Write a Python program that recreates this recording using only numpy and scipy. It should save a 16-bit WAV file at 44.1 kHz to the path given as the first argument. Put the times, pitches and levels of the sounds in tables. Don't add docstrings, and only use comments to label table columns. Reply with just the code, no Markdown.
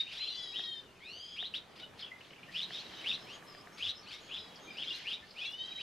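import sys
import numpy as np
from scipy import signal
from scipy.fft import rfft, irfft, next_fast_len
from scipy.io import wavfile
from scipy.ndimage import uniform_filter1d, map_coordinates

SR = 44100
rng = np.random.default_rng(int(sys.argv[2]) if len(sys.argv) > 2 else 0)


def gain_from_db(level_db):
    decades = np.asarray(level_db, float) / 20
    return 10 ** decades


def materialize(psi):
    bounded = np.clip(np.atleast_2d(psi).T, -1, 1)
    quanta = np.round(bounded * 32767).astype(np.int16)
    wavfile.write(sys.argv[1], SR, quanta)


N = 256654
T = np.arange(N) / SR


def along(points, hz):
    f, v = np.transpose(points)
    return np.interp(np.log(hz + 1), np.log(f + 1), v)


def curves(rows):
    s, *cols = np.transpose(rows)
    return [np.interp(T, s, c) for c in cols]


def unit(x):
    return x / np.sqrt(np.mean(np.abs(x) ** 2) + 1e-20)


def wobble(rate_hz):
    coarse = T[::4]
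    knots = rng.standard_normal(int(N * rate_hz / SR) + 4)
    return np.interp(T, coarse, map_coordinates(knots, [coarse * rate_hz]))


def filtered(x, response):
    m = next_fast_len(N + 8192)
    return irfft(rfft(x, m) * response(np.fft.rfftfreq(m, 1 / SR)), m)[..., :N]


def flutter(rough, rate_hz):
    share = np.clip(rough, 0, 1)
    return np.sqrt(1 - share) + np.sqrt(share / 2) * (wobble(rate_hz) + 1j * wobble(rate_hz))


def rush(spectrum, alike, patchy_db):
    z = signal.stft(rng.standard_normal((2, N)), nperseg=512)[2]
    field = uniform_filter1d(rng.standard_normal(z.shape[1:]), size=5, axis=0)
    field = uniform_filter1d(field, size=8, axis=1)
    pair = signal.istft(z * gain_from_db(patchy_db * unit(field)), nperseg=512)[1][:, :N]

    def mid_side(hz):
        turn = np.arccos(np.clip(along(alike, hz), -1, 1)) / 2
        shape = gain_from_db(along(spectrum, hz)) * (hz > spectrum[0][0]) * (hz < spectrum[-1][0])
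        return shape * [np.cos(turn), np.sin(turn)]

    mid, side = filtered(pair, mid_side)
    return unit(np.array([mid + side, mid - side]))


def rasp():
    # [f/Hz, density/dB]
    air_spectrum = [(1500, -0.5), (2500, 9.5), (3500, 11), (5000, 4.5), (6500, -12.5), (8000, -15.5),
                    (11000, -15.5), (15500, -36)]
    return unit(filtered(rng.standard_normal(N), lambda hz: gain_from_db(along(air_spectrum, hz)) * (hz > 1200)))


def shaped(rows, shape):
    calls = []
    for s, length_s, start_hz, end_hz, db in rows:
        span_hz = end_hz - start_hz
        calls.append([(s + u * length_s, start_hz + glide * span_hz, db + swell_db)
                      for u, glide, swell_db in shape])
    return calls


def sung(calls, edge_s):
    gate = 0
    for c in calls:
        inside_s = np.minimum(T - c[0][0] + edge_s, c[-1][0] + edge_s - T)
        gate = gate + np.clip(inside_s / (2 * edge_s), 0, 1)
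    hz, *levels_db = curves(np.concatenate(calls))
    return 2 * np.pi * np.cumsum(hz) / SR, [np.sqrt(2) * gain_from_db(db) * gate for db in levels_db]


def glides(table, shake):
    out = np.zeros(N + SR)
    for s, length_s, start_hz, end_hz, db in table:
        u = np.linspace(0, 1, round(length_s * SR))
        tone = np.exp(2j * np.pi * np.cumsum(start_hz + (end_hz - start_hz) * u) / SR)
        at = round(s * SR)
        swell = np.sin(np.pi * u) ** .7
        out[at:at + len(u)] += gain_from_db(db + 4) * swell * (tone * shake[at:at + len(u)]).real
    return out[:N]


def background():
    # [t/s, level/dB]
    valley_levels = [(0, -61.5), (.61, -58.5), (.9, -60.5), (2.3, -59.5), (2.77, -54.5), (3.73, -57),
                     (4.05, -58.5), (4.7, -57.5), (5.4, -59.5), (5.82, -59)]
    flock_levels = [(0, -56), (.61, -66), (1.05, -65.5), (1.3, -64.5), (2.43, -63), (2.77, -51),
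                    (3.73, -65), (4.05, -61.5), (4.7, -58), (4.97, -50), (5.17, -62), (5.41, -59),
                    (5.82, -56.5)]
    # [f/Hz, density/dB]
    valley_spectrum = [(59, -29), (100, -7), (146, -1), (385, -1.5), (1310, -6), (2500, -11.5), (3250, -44),
                       (5500, -120)]
    flock_spectrum = [(880, -116), (1500, -2.5), (2200, -2.5), (3020, 5.5), (4970, -3.5), (7500, -19),
                      (9750, -75), (16500, -120)]
    leaf_spectrum = [(3530, -23), (6000, -2), (7060, -4.5), (12500, -10.5), (14500, -14), (15500, -20)]
    wind_spectrum = [(12, -37), (20, 4), (32, -10), (65, -1), (170, -8.5), (220, -6), (370, -120)]
    # [f/Hz, left-right likeness]
    likeness = [(60, 1), (240, 0.8), (950, 0.59), (3770, 0.71), (15000, 0.46)]
    leaves_mean_db, leaves_swing, breeze_db = -73.5, 1, -71.5
    (valley_db,), (flock_db,) = curves(valley_levels), curves(flock_levels)
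    leaves_db = leaves_mean_db + leaves_swing * (valley_db - valley_db.mean())
    hum = gain_from_db(valley_db + 0.89 * wobble(2.608)) * rush(valley_spectrum, likeness, patchy_db=1.5)
    flock = gain_from_db(flock_db + 1.5 * wobble(12)) * rush(flock_spectrum, likeness, patchy_db=2)
    leaves = gain_from_db(leaves_db + .7 * wobble(8)) * rush(leaf_spectrum, likeness, patchy_db=1.2)
    wind = gain_from_db(breeze_db + 1.5 * wobble(4.0)) * rush(wind_spectrum, [(40, 0.66)], patchy_db=1.0)
    return hum + flock + leaves + wind + gusts()


def pips():
    # [t/s, length/s, f/Hz, level/dB]
    pip_calls = [(0.0, 0.012, 3735, -32), (1.814, 0.046, 2973, -49.5), (1.838, 0.023, 3670, -57.5),
                 (1.824, 0.025, 1490, -59), (2.11, 0.019, 2050, -48), (2.156, 0.022, 2060, -53.5),
                 (2.38, 0.031, 2330, -58.5), (2.778, 0.027, 3250, -50), (2.837, 0.034, 3875, -54.5),
                 (3.234, 0.055, 4200, -65), (4.671, 0.026, 2395, -55.5), (4.703, 0.017, 2370, -46),
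                 (4.836, 0.016, 2254, -49), (4.854, 0.022, 5060, -60), (4.904, 0.017, 2830, -39),
                 (5.051, 0.023, 1800, -56), (5.171, 0.018, 2415, -54.5), (5.192, .02, 3425, -60),
                 (5.222, 0.019, 1772, -58), (5.226, 0.025, 2085, -63), (5.447, 0.03, 2345, -51),
                 (5.717, 0.016, 2428, -53.5)]
    lift = 0.0045
    rows = [(s, length_s, hz * (1 - lift), hz * (1 + lift), db) for s, length_s, hz, db in pip_calls]
    return glides(rows, flutter(rough=.4, rate_hz=200))


def rustle():
    # [t/s, length/s, level/dB]
    air_puffs = [(0.0, 0.03, -47), (.1, 0.15, -50.5), (1.361, 0.024, -50.5), (1.535, 0.062, -49.5),
                 (1.749, 0.11, -55.5), (1.97, 0.11, -54), (2.512, 0.074, -54), (3, 0.083, -52.5),
                 (3.77, 0.077, -50.5), (4.098, 0.13, -54.5), (4.957, .012, -60)]
    gain = 0
    for s, length_s, db in air_puffs:
        u = (T - s) / length_s
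        gain = gain + gain_from_db(db) * np.clip(6 * u, 0, 1) * np.sqrt(np.clip(1 - u, 0, 1))
    return gain * gain_from_db(2.5 * wobble(150)) * rasp()


def chirps(calls):
    # [multiple of sung pitch, level/dB]
    partials = [(.5, -18), (1.5, -7), (2, -22), (2.5, -31), (3, -28)]
    # [t/s, overtone level/dB]
    facing = [(0, -14), (.12, -3), (.3, -12), (1.36, -27), (1.8, -10), (2.05, -17), (2.5, -12),
              (3.15, -12.5), (3.3, -2.5), (3.75, -21.5), (4.1, 6.5), (4.3, -19), (4.9, -10), (5.6, -6)]
    air_facing_db, air_turns = 12.5, 0.44
    drooping = [list(c) + [(c[-1][0] + .012, .7 * c[-1][1], c[-1][2] - 6)] for c in calls]
    phase, (gain,) = sung(drooping, edge_s=.003)
    gain = gain_from_db(7.5) * gain
    effort = np.clip(gain / gain_from_db(-41), .3, 1)
    beat = 2 * np.pi * np.cumsum(185 * (1 + 0.18 * wobble(40))) / SR
    throb = 1 + .75 * effort * np.cos(beat)
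    main = flutter(rough=.3 * effort, rate_hz=520) * np.exp(1j * phase)
    overtones = sum(gain_from_db(db) * np.exp(1j * k * phase) for k, db in partials)
    overtones = flutter(rough=.4 + .4 * effort, rate_hz=800) * overtones
    overtone_db, = curves(facing)
    air_db = air_facing_db + air_turns * overtone_db
    flow = uniform_filter1d(gain, size=1500)
    air = gain_from_db(air_db - 22.0) * flow * rasp()
    return gain * (throb * main.real + gain_from_db(overtone_db) * overtones.real) + air


def rises():
    # [t/s, length/s, start f/Hz, end f/Hz, level/dB]
    rise_calls = [(.055, 0.049, 2093, 3160, -56.5), (.19, .068, 2320, 3500, -51.5),
                  (.525, .073, 2256, 3760, -48.5), (1.36, 0.069, 2147, 3800, -47.5),
                  (1.775, 0.051, 2630, 3900, -61.5), (2.535, 0.06, 2300, 3607, -44.5),
                  (2.7, 0.066, 2737, 3860, -51), (3.04, .067, 2067, 3710, -42),
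                  (3.255, .1, 2053, 3293, -58.5), (3.79, 0.071, 2130, 3628, -44.5),
                  (4.05, .052, 2093, 3192, -61.5), (4.29, .072, 2260, 3550, -49.5),
                  (4.745, 0.077, 2147, 3433, -50), (4.855, 0.05, 2930, 3540, -50),
                  (5.04, 0.074, 2004, 3369, -48.5), (5.35, 0.084, 2117, 3543, -52),
                  (5.775, 0.077, 1976, 3595, -50)]
    # [share of length, share of glide, level/dB]
    rise_shape = [(0, 0.019, -17), (.25, .3, -7), (.5, .62, -0.5), (.75, .89, -2), (1, 0.98, -1.5)]
    return chirps(shaped(rise_calls, rise_shape))


def drones():
    # [t/s, length/s, start f/Hz, end f/Hz, level/dB]
    engines = [
        (.1, 1.21, 392, 380.4, -69),
        (2.25, 0.5, 160.5, 162, -66.5),
        (2.8, 1.6, 1111, 1235, -66),
        (3.3, 0.48, 371, 379, -73),
    ]
    return glides(engines, flutter(rough=.9, rate_hz=70))


def flicks():
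    # [t/s, length/s, start f/Hz, end f/Hz, level/dB]
    flick_calls = [(.112, 0.043, 2200, 3745, -55.5), (.16, 0.029, 2268, 3900, -51),
                   (0.261, 0.065, 2723, 3990, -53.5), (.603, 0.057, 2900, 4110, -53.5),
                   (1.437, 0.035, 2898, 4130, -48), (1.539, 0.036, 2700, 4005, -45.5),
                   (2.602, 0.04, 2797, 4097, -46), (2.775, 0.037, 3308, 4424, -55),
                   (3.112, 0.04, 2553, 4080, -45.5), (3.862, 0.047, 2735, 4050, -44.5),
                   (4.108, 0.045, 2330, 3940, -57), (4.163, 0.041, 3410, 4060, -64.5),
                   (4.366, 0.032, 2545, 4083, -52), (4.82, 0.033, 2505, 4132, -52),
                   (4.91, 0.055, 2810, 4310, -51.5), (5.11, 0.039, 2505, 3872, -48),
                   (5.435, 0.036, 2680, 4220, -51)]
    # [share of length, share of glide, level/dB]
    flick_shape = [(0, 0.019, -0.5), (0.499, .72, -0.5), (1, 0.99, -5)]
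    return chirps(shaped(flick_calls, flick_shape))


def wheezes():
    # [t/s, upper voice f/Hz, level/dB, lower over upper/dB]
    voices = [
        [(.18, 3852, -41, -22), (.192, 4043, -44.5, -5), (.26, 4110, -40, -24), (.4, 4005, -52.5, 9.5),
         (.47, 3885, -49.5, -7), (.655, 3771, -50, 5), (.799, 3597, -50, -3), (.815, 3460, -65, -10)],
        [(2.93, 3936, -59.5, -1), (2.992, 3770, -56, 1), (3.03, 3842, -52.5, -10)],
        [(4.28, 3813, -77, 19.5), (4.35, 3956, -59, 5), (4.39, 3976, -60, -5), (4.45, 3915, -57, -5),
         (4.602, 3760, -76.5, 13), (4.698, 3670, -61, -3), (4.76, 3570, -76, 0)],
        [(5.415, 3005, -68, 25), (5.446, 3240, -69.5, 23), (5.47, 3365, -45, -4.5), (5.57, 3680, -55, 6.5),
         (5.624, 3770, -46.5, 6), (5.66, 3920, -49, -0.5), (5.695, 3840, -50.5, -3), (5.72, 3850, -48, -11),
         (5.819, 3830, -54.5, 14.5)],
    ]
    # [lower over upper pitch, coupling/dB]
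    couplings = [(.858, -2), (.805, -4), (.862, -5), (.818, -8)]
    # [upper multiple, lower multiple, level/dB]
    sum_tones = [(.5, 0, -11), (1.5, 0, -22), (2, 0, -31), (2.5, 0, -32), (0, 2, -28), (.5, 1, -13),
                 (2, -1, -11), (-.5, 2, -21), (1, 1, -30), (0, 3, -35)]
    warm_db, warm_s = -14, .2
    upper, lower, strain = [], [], []
    for c, (ratio, coupling_db) in zip(voices, couplings):
        upper.append([p[:3] for p in c])
        lower.append([(s, ratio * hz, db + over_db) for s, hz, db, over_db in c])
        for p in c:
            cold = max(0, 1 - (p[0] - c[0][0]) / warm_s)
            strain.append((p[0], coupling_db + warm_db * cold))
    up, (up_gain,) = sung(upper, edge_s=0.015)
    low, (low_gain,) = sung(lower, edge_s=0.0073)
    strain_db, = curves(strain)

    def tone(phase, rough):
        return (flutter(rough, rate_hz=120) * np.exp(1j * phase)).real

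    both = uniform_filter1d(up_gain, size=4000) * uniform_filter1d(low_gain, size=4000)
    both = np.sqrt(np.abs(both)) * (up_gain > 0)
    mixed = 0
    for a, b, db in sum_tones:
        follow = -.5 if (a, b) == (0, 2) else 1
        gain = gain_from_db(db + 3 * wobble(22) + follow * strain_db)
        mixed = mixed + gain * tone(a * up + b * low, rough=.6)
    return up_gain * tone(up, rough=.33) + low_gain * tone(low, rough=.35) + both * mixed


def arch(count):
    settle, bend, creep = .27, 1.3, .12
    swell_db, swell = -7.5, 0.18
    u = np.linspace(0, 1, count)
    glide = (1 - creep) * (1 - np.exp(-(u / settle) ** bend)) + creep * u
    return np.transpose([u, glide, swell_db * np.exp(-u / swell)])


def whines():
    # [t/s, length/s, start f/Hz, end f/Hz, level/dB]
    whine_calls = [
        (.19, 0.34, 2070, 3323, -52),
        (1.005, 0.36, 2060, 3312, -51.5),
    ]
    third_db, fade_db, late = 2.5, -12.5, 1.9
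    calls = []
    for c in shaped(whine_calls, arch(count=25)):
        start_s, end_s, end_db = c[0][0], c[-1][0], c[-1][2]
        calls.append([(s, hz, db, db + third_db + late * (db - end_db)
                       + fade_db * (s - start_s) / (end_s - start_s)) for s, hz, db in c])
    phase, (second, third) = sung(calls, edge_s=0.004)

    def tone(k):
        return (flutter(rough=.5, rate_hz=450) * np.exp(1j * k * phase)).real

    upper = tone(1.5) + gain_from_db(-14) * tone(2) + gain_from_db(-36) * tone(2.5) + gain_from_db(-30) * tone(3)
    return second * (tone(0.99) + gain_from_db(-17.5) * rasp()) + gain_from_db(3.0) * third * upper


def twigs():
    # [t/s, peak/dB]
    ticks = [
        (0.594, -31),
        (1.427, -30),
        (2.707, -30),
        (2.937, -36.5),
        (3.179, -39),
        (3.425, -36.5),
        (3.549, -36.5),
        (3.673, -35),
    ]
    # [f/Hz, width/Hz, level/dB]
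    modes = [(410, 46, -4.5), (716, 56, 3.5), (1800, 206, 4)]
    blows = np.zeros(N)
    for s, db in ticks:
        blows[round(s * SR)] = gain_from_db(db + 24.0)

    def wood(f):
        total = 0
        for k, (c, w, db) in enumerate(modes):
            total = total + (-1) ** k * gain_from_db(db) * 1j * f * w / (c * c - f * f + 1j * f * w)
        return total / (1 + 1j * f / 3000) ** 2

    return filtered(blows, wood)


def whistles():
    # [t/s, length/s, start f/Hz, end f/Hz, level/dB]
    whistle_calls = [ (.82, 0.11, 3040, 2775, -66.5), (.95, 0.047, 2570, 2550, -65.5),
                     (1.755, 0.034, 4550, 5150, -65), (2.018, 0.026, 3550, 2725, -41),
                     (2.03, 0.049, 3450, 3270, -52), (2.52, 0.056, 3900, 5930, -59),
                     (2.055, 0.039, 2880, 2620, -55), (2.475, 0.042, 1726, 2095, -56.5),
                     (3.19, 0.088, 5200, 5225, -63), (3.27, .06, 5200, 5940, -65),
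                     (3.32, 0.063, 6560, 6630, -63), (3.455, 0.11, 5220, 4970, -59),
                     (3.55, 0.082, 4740, 5250, -63), (3.4, .06, 6500, 6440, -76),
                     (3.7, 0.2, 6370, 6540, -67.5), (3.715, .058, 5500, 5460, -68),
                     (3.93, 0.088, 5100, 5260, -60), (3.96, 0.089, 5720, 5870, -70),
                     (4.02, .051, 4576, 4160, -62), (4.13, 0.046, 2110, 2248, -60),
                     (4.2, .12, 6780, 6520, -68), (4.35, 0.13, 5160, 4930, -58),
                     (4.59, .13, 6450, 6380, -65), (4.69, .086, 5020, 4750, -62.5)]
    return glides(whistle_calls, flutter(rough=.7, rate_hz=260))


def snaps():
    # [t/s, peak/dB]
    clicks = [(1.5409, -65), (3.2509, -61), (3.4271, -62), (3.587, -63), (3.781, -66), (3.8277, -56),
              (3.9754, -64), (4.6763, -59), (4.9586, -54), (4.9856, -59)]
    # [t/s, length/s, level/dB]
    hisses = [
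        (2.501, 0.19, -79),
        (3.429, 0.083, -72),
        (4.958, 0.041, -68),
        (5.492, 0.074, -71),
    ]
    # [f/Hz, density/dB]
    bright = [(5000, -30), (7500, 4), (11000, 3), (15500, -9)]
    gain = np.zeros(N)
    for s, length_s, db in hisses:
        ramp = np.interp(T, [s, s + 0.16 * length_s, s + length_s], [0, 1, 0])
        gain += gain_from_db(db) * np.sqrt(ramp)
    for s, db in clicks:
        gain[round(s * SR):][:200] += gain_from_db(db + 1.5 - 60 * T[:200] / .004)
    return gain * unit(filtered(rng.standard_normal(N), lambda hz: gain_from_db(along(bright, hz))))


def gusts():
    # [t/s, level/dB]
    thumps = [
        (1.94, -63),
        (2.19, -66),
        (3.865, -54),
        (4.4, -64),
        (5.24, -67),
    ]
    half_width_s, port_hz = 0.039, 88.3
    bells = sum(gain_from_db(db) * np.exp(-((T - s) / half_width_s) ** 2) for s, db in thumps)
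    return bells * (flutter(rough=.4, rate_hz=60) * np.exp(2j * np.pi * port_hz * T)).real


def chips():
    # [t/s, peak/dB, f/Hz]
    strokes = [(1.991, -39, 3960), (2.0062, -40.5, 4780), (2.206, -43, 2540), (2.243, -48, 3170),
               (2.302, -46, 2690), (2.328, -45, 2610), (2.356, -52, 2510), (2.427, -41, 2730),
               (4.555, -45.5, 5020), (4.7705, -43, 4970), (5.257, -85, 5070), (5.287, -50, 4820),
               (5.3043, -43.5, 4700), (5.3254, -72, 4790), (5.3438, -63, 4790), (5.3542, -49, 4880),
               (5.5167, -47, 5040)]
    out, u = np.zeros(N + SR), np.linspace(0, 1, 640)
    shake = flutter(rough=0.91, rate_hz=1200)
    for s, db, hz in strokes:
        tone = np.exp(2j * np.pi * np.cumsum(hz * (1.05 - 0.096 * u)) / SR)
        at = round(s * SR)
        out[at:at + len(u)] += gain_from_db(db - 5.5) * np.sin(np.pi * u) * (tone * shake[at:at + len(u)]).real
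    return out[:N]


def slope(x):
    # [f/Hz, t60/s]
    decay = [(1500, 0.15), (4000, 0.23), (10000, 0.045)]
    hz, t, z = signal.stft(rng.standard_normal((2, SR // 2)), SR, nperseg=256)
    fading = z * gain_from_db(-60 * t / along(decay, hz)[:, None])
    mid, side = signal.istft(fading, SR, nperseg=256)[1]
    tail = np.array([mid + 0.31 * side, mid - 0.61 * side])
    tail = tail / np.linalg.norm(tail[0])
    return signal.fftconvolve(np.pad(x, (150, 0))[None], tail, axes=1)[:, :N]


def scene():
    # [t/s, left minus right/dB]
    place = [(0, -0.5), (.32, 4), (.92, 4), (1.0, 2.5), (2.79, 1.5), (4.0, 3), (5.82, 1.5)]
    near = rustle() + rises() + flicks() + wheezes() + whines()
    near = near + gain_from_db(-9) * np.pad(near, (390, 0))[:N]
    far = pips() + whistles() + chips()
    pan_db = curves(place)[0] / 2
    direct = (near + far) * gain_from_db([pan_db, -pan_db]) + drones() + twigs() + snaps()
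    return direct + slope(gain_from_db(-10.5) * near + gain_from_db(-7) * far) + background()


def band_limit(x):
    return signal.sosfilt(signal.butter(12, 15610, fs=SR, output="sos"), x)


def record(dry):
    mix = filtered(dry, lambda hz: hz < 15600)
    return band_limit(mix)


dry = scene()
out = record(dry)
materialize(out)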